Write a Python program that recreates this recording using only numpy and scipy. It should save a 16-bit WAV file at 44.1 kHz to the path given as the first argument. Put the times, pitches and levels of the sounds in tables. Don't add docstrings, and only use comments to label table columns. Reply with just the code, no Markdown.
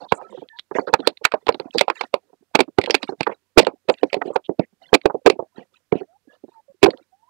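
import sys
import numpy as np
from scipy import signal
from scipy.fft import rfft, irfft
from scipy.io import wavfile
from scipy.ndimage import uniform_filter1d

SR = 44100
rng = np.random.default_rng(int(sys.argv[2]) if len(sys.argv) > 2 else 0)


def wav_record(signal):
    frames = np.transpose(np.atleast_2d(signal))
    bounded = np.clip(frames, -1, 1)
    quanta = np.round(bounded * 32767).astype(np.int16)
    wavfile.write(sys.argv[1], SR, quanta)


N = 321869
AGE_S = np.arange(-SR // 40, SR // 6) / SR
WALL_HZ = 828

# start_s, length_s, hollow_db, hiss_db
RUB_STROKES = [(0, .05, -31, -60), (0.149, 0.29, -40.5, -66.5), (0.739, 0.085, -31.5, -50.5),
               (.87, 0.057, -39.5, -65), (0.988, 0.11, -38.5, -60.5), (1.346, 0.092, -51, -73),
               (1.482, .19, -47, -66.5), (1.728, 0.1, -43, -52.5), (1.947, .11, -51.5, -52),
               (2.217, 0.081, -57, -85), (2.817, 0.17, -47.5, -60.5), (3.008, 0.09, -49, -52),
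               (3.183, 0.17, -52, -66), (3.933, .24, -53.5, -64), (4.224, 0.087, -40, -62),
               (4.81, 0.083, -46.5, -60.5), (4.955, 0.11, -50.5, -65), (5.251, .08, -44.5, -67.5),
               (5.554, 0.078, -42, -63.5), (5.729, 0.065, -58.5, -67), (5.93, 0.082, -35.5, -62.5),
               (6.292, .07, -49, -68), (6.468, 0.11, -57, -73), (6.867, 0.067, -42, -57),
               (6.975, 0.052, -51, -67.5)]


def from_db(db):
    return 10 ** (np.asarray(db) / 20)


def rms_one(x):
    return x / np.sqrt(np.mean(x ** 2) + 1e-20)


def at_level(x, db):
    return x * from_db(db) * np.sqrt(SR / 100 / (np.sum(x ** 2) + 1e-20))


def add(out, start_s, sound):
    start = int(start_s * SR)
    sound = sound[max(-start, 0):max(N - start, 0)]
    first = max(start, 0)
    out[first:first + len(sound)] += sound


def dying(t60_s, hold_s=0):
    return (AGE_S >= 0) * from_db(-60 * np.maximum(AGE_S - hold_s, 0) / t60_s)


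def drift(points_per_s):
    points = rng.standard_normal(N // 20)
    return np.interp(np.arange(N) / SR * points_per_s, np.arange(len(points)), points)


def coloured(x, spectrum):
    size = 1024
    hz, db = np.transpose(spectrum)
    bin_hz = np.arange(size // 2 + 1) * SR / size
    log_gain = np.log(from_db(np.interp(np.log(bin_hz + 1), np.log(hz), db)))
    cepstrum = irfft(log_gain) * (1 + np.sign(np.fft.fftfreq(size)))
    impulse = irfft(np.exp(rfft(cepstrum)))
    return signal.fftconvolve(x, impulse)[:len(x)]


def band(x, low_hz, high_hz):
    return signal.sosfilt(signal.butter(2, [low_hz, high_hz], "band", fs=SR, output="sos"), x)


def soft(x, top_hz):
    return signal.sosfilt(signal.butter(6, top_hz, fs=SR, output="sos"), x + 1e-18)


def ring(force, hz, t60_s):
    r, w = from_db(-60 / (t60_s * SR)), 2 * np.pi * hz / SR
    return signal.lfilter([np.sin(w), -np.sin(w)], [1, -2 * r * np.cos(w), r * r], force) / w


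def slips(count, per_s, spread_db):
    present = rng.random(count) < per_s / SR
    size = from_db(spread_db * rng.standard_normal(count))
    return present * rng.choice([-1, 1], count) * size


def night():
    # pitch_hz, relative_db_per_hz
    air_spectrum = [(25, -15), (100, -9), (200, -7), (500, -15), (1500, -15.5), (5000, -19.5), (15000, -25)]
    air_db, hum_hz, hum_db = -65.5, 95, -73.5
    air = from_db(air_db) * rms_one(coloured(rng.standard_normal(N), air_spectrum))
    hum = from_db(hum_db) * np.sin(2 * np.pi * hum_hz * np.arange(N) / SR)
    return air + hum


def far_cries(waver, overtone_db, flicker_db):
    # start_s, length_s, first_hz, last_hz, level_db (before flicker)
    cries = [(0.167, 0.14, 1246, 1348, -45.5), (0.495, 0.074, 1810, 1710, -46),
             (0.527, 0.077, 890, 1008, -44.5), (6.07, 0.11, 606, 860, -51.5),
             (6.277, .09, 1660, 1740, -56.5), (6.512, 0.1, 957, 858, -46.5), (6.68, 0.045, 564, 540, -43.5),
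             (7.106, 0.21, 712, 1065, -54)]
    fade_share = 0.26
    out = np.zeros(N)
    for start_s, length_s, first_hz, last_hz, db in cries:
        count = int(length_s * SR)
        unsteady = 1 + waver * rms_one(band(rng.standard_normal(N), 36, 48))[-count:]
        phase = 2 * np.pi * np.cumsum(np.geomspace(first_hz, last_hz, count) * unsteady) / SR
        tone = np.sin(phase) + from_db(overtone_db) * np.sin(2 * phase)
        add(out, start_s, from_db(db) * signal.windows.tukey(count, fade_share) * tone)
    return out * from_db(flicker_db * drift(points_per_s=60))


def touch(low_hz, high_hz, db, t60_s):
    spread_db = 5.5
    pitch, size = rng.random(2)
    tone = np.sin(2 * np.pi * low_hz * (high_hz / low_hz) ** pitch * AGE_S)
    swell = 1 - dying(.02)
    return at_level(tone * dying(t60_s) * swell, db + spread_db * (2 * size - 1))


def fidgets():
    fidgets_per_s, grains_per_s = 5, 170
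    grain_db = 4
    out = np.zeros(N)
    for start_s in rng.uniform(0, N / SR, int(fidgets_per_s * N / SR)):
        add(out, start_s, touch(192, 1000, db=-54.5, t60_s=.05))
    for stroke_s, length_s, _, hiss_db in RUB_STROKES:
        for start_s in stroke_s + length_s * rng.random(int(grains_per_s * length_s)):
            add(out, start_s + AGE_S[0], touch(1100, 4560, hiss_db + grain_db, t60_s=.028))
    return out


def rubbed(spectrum, count, per_s, width, patchy_db):
    hz, db = np.transpose(spectrum)
    grains = slips(N, per_s, spread_db=4) * from_db(3 * drift(70))
    out = np.zeros(N)
    for centre_hz in np.geomspace(hz[0], hz[-1], count):
        gain = from_db(np.interp(centre_hz, hz, db) + patchy_db * drift(31))
        out += gain * rms_one(band(grains, centre_hz / (1 + width), centre_hz * (1 + width)))
    return rms_one(out)


def rubbing():
    # pitch_hz, relative_db
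    hollow_spectrum = [(150, -17), (250, -7), (420, 0), (800, -2), (1400, -13), (1800, -14)]
    # pitch_hz, relative_db
    hiss_spectrum = [(1800, 2), (2600, -12.5), (4400, 2.5), (5600, 1), (8000, -8), (11000, -22.5)]
    attack_s, release_s = .02, 0.09
    t_s = np.arange(N) / SR
    hollow_gain, hiss_gain = np.full(N, from_db(-70)), np.full(N, from_db(-78.5))
    for start_s, length_s, hollow_db, hiss_db in RUB_STROKES:
        rise = (t_s - start_s) / attack_s
        fall = (start_s + length_s - t_s) / release_s
        stroke = np.clip(np.minimum(rise, fall) + .5, 0, 1)
        hollow_gain += from_db(hollow_db) * stroke
        hiss_gain += from_db(hiss_db) * stroke
    hollow = rubbed(hollow_spectrum, count=9, per_s=300, width=0.064, patchy_db=9)
    hiss = rubbed(hiss_spectrum, count=11, per_s=3700, width=0.15, patchy_db=2.5)
    return hollow * hollow_gain + hiss * hiss_gain


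def scuffs():
    # start_s, length_s, pitch_hz, level_db
    skids = [(0, 0.067, 780, -36), (0, 0.065, 4400, -53), (0.077, 0.051, 3870, -46.5),
             (0.13, 0.062, 8080, -45.5), (0.296, 0.035, 8000, -58.5), (0.156, 0.096, 860, -38.5),
             (0.293, 0.16, 3400, -54.5), (0.555, 0.056, 4040, -52), (0.746, .032, 1960, -27),
             (.749, 0.041, 6500, -48), (0.865, 0.032, 4250, -44.5), (.868, 0.033, 1390, -28),
             (.981, .037, 3870, -44), (1.031, .04, 1530, -40), (1.707, 0.0063, 3230, -40),
             (1.733, 0.038, 4460, -42.5), (2.028, 0.022, 3828, -43.5), (3.264, 0.008, 1920, -32.5),
             (3.308, 0.032, 2300, -41), (3.905, 0.047, 7600, -52.5), (4.098, 0.011, 2460, -42),
             (4.213, .013, 1834, -22.5), (4.241, 0.069, 3070, -52.5), (4.267, .008, 8150, -54.5),
             (4.324, 0.033, 1100, -41.5), (4.329, .03, 7760, -54.5), (4.437, 0.039, 3260, -45),
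             (4.598, 0.064, 2120, -47.5), (5.546, 0.11, 2980, -55), (5.56, 0.055, 920, -48.5),
             (5.727, .063, 2820, -57.5), (5.92, 0.0089, 2340, -25), (5.937, 0.086, 2710, -47),
             (6.296, 0.085, 600, -54), (6.327, 0.034, 3520, -60)]
    out = np.zeros(N)
    for start_s, length_s, hz, db in skids:
        count = int(length_s * SR)
        grains = slips(count, per_s=5000, spread_db=4)
        skid = rms_one(band(grains, hz * 0.85, hz * 1.095))
        add(out, start_s, from_db(db) * skid * signal.windows.tukey(count, .7))
    return out


def crumple(length_s, per_s, settle_t60_s, snap_db, lead_db, lead_s):
    build_up = (AGE_S < 0) * from_db(lead_db) * np.exp(-np.abs(AGE_S) / lead_s)
    envelope = build_up + dying(settle_t60_s, length_s)
    folds = at_level(slips(len(AGE_S), per_s, spread_db=3) * envelope, 0)
    snap = from_db(snap_db) * np.sqrt(np.sum(folds ** 2)) / (1 + length_s / 0.0035)
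    return folds + (AGE_S == 0) * snap


def panel(force, hz, modes, tail_db, tail_t60_s, top):
    direct = np.zeros(len(AGE_S))
    for k, (ratio, db, t60_s) in enumerate(modes):
        mode_db = db + 2 * rng.standard_normal()
        direct += (-1) ** k * at_level(ring(force, hz * ratio, t60_s), mode_db)
    tail = rng.standard_normal(len(AGE_S)) * dying(tail_t60_s) * (1 - dying(0.22))
    inside = band(tail, hz * 0.5, hz * 1.563)
    return soft(at_level(direct, 0) + at_level(inside, tail_db), hz * top)


def crack(length_s, hz, focus_db, tail_db, tail_t60_s):
    # pitch_hz, relative_db
    crack_spectrum = [(500, -33.5), (1300, -7), (2000, 1), (2800, 2.5), (3500, 1), (4600, -1),
                      (6000, -18.5), (8000, -17.5), (12000, -35.5), (15000, -33)]
    force = crumple(length_s, per_s=6200, settle_t60_s=0.015, snap_db=-7.5, lead_db=-23, lead_s=0.0038)
    grit = slips(len(AGE_S), per_s=4000, spread_db=4) * dying(tail_t60_s)
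    burst = coloured(at_level(force, 0) + at_level(grit, tail_db), crack_spectrum)
    return at_level(burst, 0) + at_level(band(burst, hz * .87, hz * 1.15), focus_db)


def knock(length_s, hollow_hz, hollow_db, wall_hz, wall_db, crack_hz, crack_db, thump_db):
    # pitch_ratio, relative_db, t60_s
    hollow_modes = [(0.681, -4.5, 0.06), (1.001, 8.5, 0.025), (1.3, -6.5, .045), (1.619, -9.5, 0.035)]
    # pitch_ratio, relative_db, t60_s
    wall_modes = [(0.804, 3, 0.011), (0.998, 15, 0.01), (1.29, -8, 0.021), (1.652, -13.5, 0.043),
                  (2.051, -6, 0.0092)]
    full_crack_db, treble_db_per_db = -17, 0.37
    force = crumple(length_s, per_s=3000, settle_t60_s=0.017, snap_db=6.0, lead_db=-12.0, lead_s=.003)
    hollow = panel(force, hollow_hz, hollow_modes, tail_db=-15, tail_t60_s=0.073, top=2.1)
    wall = panel(force, wall_hz, wall_modes, tail_db=-14.5, tail_t60_s=0.05, top=2.07)
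    treble_db = np.clip(treble_db_per_db * (crack_db - full_crack_db), -10, 3)
    snap = crack(length_s, crack_hz, focus_db=-3.5, tail_db=-13.5, tail_t60_s=0.08)
    snap = coloured(snap, [(4800, 0), (6500, treble_db)])
    thump = soft(ring(force, 280, t60_s=0.0055), top_hz=300)
    body = at_level(hollow, hollow_db) + at_level(wall, wall_db)
    return body + at_level(snap, crack_db) + at_level(thump, thump_db)


def any_wall_hz():
    return WALL_HZ * np.exp(0.062 * rng.standard_normal())


def knocks():
    # start_s, crumple_length_s, hollow_hz, hollow_db, wall_hz, wall_db, crack_db
    buckles = [(0.938, 0.0027, 483, -6, 1000, -1, -11), (1.0721, 0.0014, 448, -6, 875, -11.5, -23.5),
               (1.2513, 0.0011, 657, -16.5, 1477, -2, -3.5), (1.3201, 0.00099, 678, -29, 1286, -22, -24.5),
               (1.338, 0.0049, 615, -8.5, 893.5, -13.5, -30),
               (1.483, 0.00039, 503.3, -23, 1050, -21, -26.5), (1.4896, 0.0027, 462, -5, 949, -8, -19),
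               (1.81, 0.0017, 573.5, -6.5, 850, -12, -9), (1.881, 0.0052, 573, -21, 685, -13, -30),
               (1.9, 0.002, 474, -20, 1026, -13, -22), (2.0102, .003, 513.9, -25.5, 926, -18, -20),
               (2.1403, 0.0017, 579, -9.5, 708, -17.5, -21.5), (2.5527, 0.0049, 419, -12.5, 761, -5, -8),
               (2.59, 0.0057, 410, -5.5, 893, -10, -15), (2.6042, 0.0048, 364, -4, 732, -6.5, -8),
               (2.8986, 0.00088, 460, -12, 944, -23, -25), (2.944, 0.0015, 408, -11.5, 767, -11.5, -13),
               (2.949, 0.0024, 394, -24, 1620, -18.5, -10), (3.2678, 0.006, 447, -15, 970, -13.5, -34.5),
               (3.5794, 0.02, 492, 9, 839, 6, 4.5), (3.6075, 0.017, 278, -11.5, 853, -19, -15.5),
               (3.6685, 0.00076, 516, -3.5, 847, -7, -17.5), (3.8872, 0.013, 504, -3.5, 850, -10.5, -21.5),
               (3.8984, 0.00052, 474, -9, 740, -12, -20), (4.0311, 0.0061, 419, -5.5, 914, -21.5, -28),
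               (4.1299, 0.0016, 542, -18.5, 810, -26.5, -22), (4.1425, 0.00048, 568, -13.5, 760, -34, -23),
               (4.3589, 0.0048, 560, -11, 822, -12.5, -26.5), (4.9298, 0.0029, 478.4, -2.5, 784, -6, -28.5),
               (4.9394, 0.013, 414, 0.5, 740, 0, -1.5), (5.056, 0.0057, 445, -1.5, 893, -13, -19.5),
               (5.2611, 0.015, 395.6, 6.5, 972, -8, -11), (5.299, 0.0014, 405, 0, 1176, -15.5, -8.5),
               (6.8294, .017, 371.4, 6, 986, -10.5, -4.5), (6.8589, 0.0087, 359, -1, 810, -4, -16.5)]
    # start_s, hollow_hz, hollow_db, wall_db, crack_db, boom_hz, boom_db
    bumps = [(0.1215, 533, -10.5, -6, -20.5, 89.8, -22.5), (2.5495, 289, -10, -13, -21.5, 160, -20),
             (2.7851, 395, -3.5, -8.5, -19.5, 100, -15), (3.2068, 365, -19, -19, -20, 151.4, -26),
             (4.493, 401, -13, -39.5, -58, 178.5, -28.5), (4.5944, 369.5, -9, -20.5, -33.5, 170, -13),
             (5.581, 270, -31.5, -50.5, -61, 157.4, -43.5), (5.9239, 442, -7, -19, -47, 170, -18),
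             (5.9537, 334, -16, -45, -51, 182, -23)]
    # start_s, hollow_hz, hollow_db, wall_db
    dull_knocks = [(.2138, 526, -41, -33), (0.3746, 380, -38, -39), (.4198, 412.6, -29, -51),
                   (.712, 415, -23.5, -28.5), (.7526, 495, -15.5, -25), (.7848, 397, -12.5, -15.5),
                   (.874, 460, -20, -27.5), (.8924, 440, -25, -35), (.9302, 476, -16, -40),
                   (.9918, 392, -17, -32), (1.0024, 358, -23.5, -42.5), (1.213, 480, -33.5, -60),
                   (1.4678, 397, -26.5, -22.5), (1.5233, 465, -30, -37), (1.5441, 344, -24, -29),
                   (1.5976, 445, -21, -27), (1.6554, 302, -31, -64), (1.7486, 485, -12.5, -41),
                   (1.7654, 300, -26.5, -49), (2.0368, 330, -36.5, -29), (2.33, 393, -46, -48),
                   (2.423, 378, -50, -63), (2.6784, 323.7, -29.5, -46.5), (2.838, 476.7, -23, -58),
                   (2.874, 500, -21.5, -24.5), (3.0277, 286, -27, -28.5), (3.0904, 385, -20, -24.5),
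                   (3.1218, 417.7, -24, -32), (3.294, 507, -22, -24.5), (3.3185, 520, -28, -32.5),
                   (3.5741, 369, 9, -4), (3.63, 546, -11, -27.5), (3.6798, 531, -14, -26),
                   (3.7354, 327, -38.5, -68.5), (4.1661, 412, -17, -34.5), (4.2148, 443, -25, -17.5),
                   (4.2521, 395, -22, -47), (4.276, 360.5, -23, -50), (4.3021, 484, -19.5, -56),
                   (4.5102, 380, -26, -54), (4.726, 247, -50.5, -64), (5.0991, 590, -23, -17),
                   (5.1446, 435, -14.5, -40.5), (5.355, 369, -31, -47), (5.3923, 532.5, -16, -37.5),
                   (5.4246, 471, -27.5, -48.5), (6.0102, 415, -22.5, -37.5), (6.273, 278.6, -43.5, -62.5),
                   (6.438, 332, -31.5, -60.5), (6.481, 376, -43.5, -52.5), (6.878, 470, -2, -20),
                   (6.941, 357, -34, -61.5), (7.011, 328, -50, -73)]
    # start_s, crack_hz, crack_db
    ticks = [(.488, 3350, -45), (.588, 3750, -34.5), (0.594, 3660, -30), (0.9313, 3900, -37),
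             (1.0024, 3940, -35.5), (1.0733, 4150, -8), (1.172, 3916, -40), (1.244, 2300, -25.5),
             (1.4681, 3400, -28), (1.524, 4480, -35.5), (1.5442, 3890, -31.5), (1.599, 4460, -32),
             (1.783, 4460, -13.5), (1.7928, 3510, -15.5), (2.8144, 2240, -22.5), (2.839, 2050, -24.5),
             (2.8603, 2870, -26), (2.9075, 5290, -15), (3.0304, 4400, -24), (3.0406, 2680, -40),
             (3.231, 2380, -25.5), (3.63, 1930, -23.5), (3.6485, 3250, -23.5), (3.94, 2740, -39),
             (3.985, 3660, -48.5), (4.1671, 2150, -47.5), (5.0147, 2350, -38), (6.9049, 4184, -27.5),
             (6.974, 3440, -50)]
    usual_crack_hz = 2392
    bump_s, dull_s, tick_s = .003, 0.008, 0.00059
    buckle_thump_db, contact_thump_db, tick_thump_db, dull_crack_db = -27.5, -19, -2.5, -44
    tick_body_db = -24
    out = np.zeros(N)
    for start_s, length_s, hz, db, wall_hz, wall_db, crack_db in buckles:
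        thump_db = db + buckle_thump_db
        sound = knock(length_s, hz, db, wall_hz, wall_db, usual_crack_hz, crack_db, thump_db)
        add(out, start_s + AGE_S[0], sound)
    for start_s, hz, db, wall_db, crack_db, boom_hz, boom_db in bumps:
        air_ring = ring(1.0 * (AGE_S == 0), boom_hz, t60_s=0.027)
        boom = at_level(soft(air_ring, top_hz=300), boom_db)
        thump_db = db + contact_thump_db
        sound = knock(bump_s, hz, db, any_wall_hz(), wall_db, usual_crack_hz, crack_db, thump_db)
        add(out, start_s + AGE_S[0], boom + sound)
    for start_s, hz, db, wall_db in dull_knocks:
        crack_db, thump_db = db + dull_crack_db, db + contact_thump_db
        sound = knock(dull_s, hz, db, any_wall_hz(), wall_db, usual_crack_hz, crack_db, thump_db)
        add(out, start_s + AGE_S[0], sound)
    for start_s, crack_hz, crack_db in ticks:
        body_db = crack_db + tick_body_db
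        thump_db = body_db + tick_thump_db
        sound = knock(tick_s, WALL_HZ / 2, body_db, any_wall_hz(), body_db, crack_hz, crack_db, thump_db)
        add(out, start_s + AGE_S[0], sound)
    return signal.sosfilt(signal.butter(2, 100, "high", fs=SR, output="sos"), out)


def scene():
    background = night() + far_cries(waver=0.015, overtone_db=-25, flicker_db=4)
    sound = background + fidgets() + rubbing() + scuffs() + knocks()
    return np.array([sound, sound])


def limit(x, knee_db, share, attack_s, overshoot_fall_db_per_s):
    over_db = np.maximum(20 * np.log10(np.abs(x).max(axis=0) + 1e-9) - knee_db, 0)
    fall_db = overshoot_fall_db_per_s * np.arange(N) / SR
    held_db = np.maximum.accumulate(over_db + fall_db) - fall_db
    r = np.exp(-1 / (attack_s * SR))
    smooth_db = signal.lfilter([(1 - r) ** 2], [1, -2 * r, r * r], held_db)
    return x * from_db(-share * smooth_db)


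def suppress(x, threshold_db, depth_db):
    hz, _, cells = signal.stft(x, SR, nperseg=512, noverlap=384)
    power = uniform_filter1d(np.abs(cells) ** 2, size=5, axis=-2)
    threshold = from_db(threshold_db) ** 2 / (1 + hz[:, None] / 600)
    gain = np.maximum(power ** 2 / (power ** 2 + threshold ** 2), from_db(depth_db))
    return signal.istft(cells * gain, SR, nperseg=512, noverlap=384)[1][:, :N]


def record(dry):
    left_db, right_db, self_noise_db, cutoff_hz = -32.5, 0, -96.5, 15600
    ducked = limit(dry, knee_db=-3, share=0.63, attack_s=0.0082, overshoot_fall_db_per_s=156.5)
    heard = suppress(ducked, threshold_db=-62.0, depth_db=-7.5)
    panned = np.clip(heard, -1, 1) * from_db([[left_db], [right_db]])
    self_noise = from_db(self_noise_db) * rng.standard_normal((2, N))
    top_cut = signal.ellip(10, .1, 80, cutoff_hz, fs=SR, output="sos")
    return signal.sosfilt(top_cut, panned + self_noise)


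dry = scene()
out = record(dry)
wav_record(out)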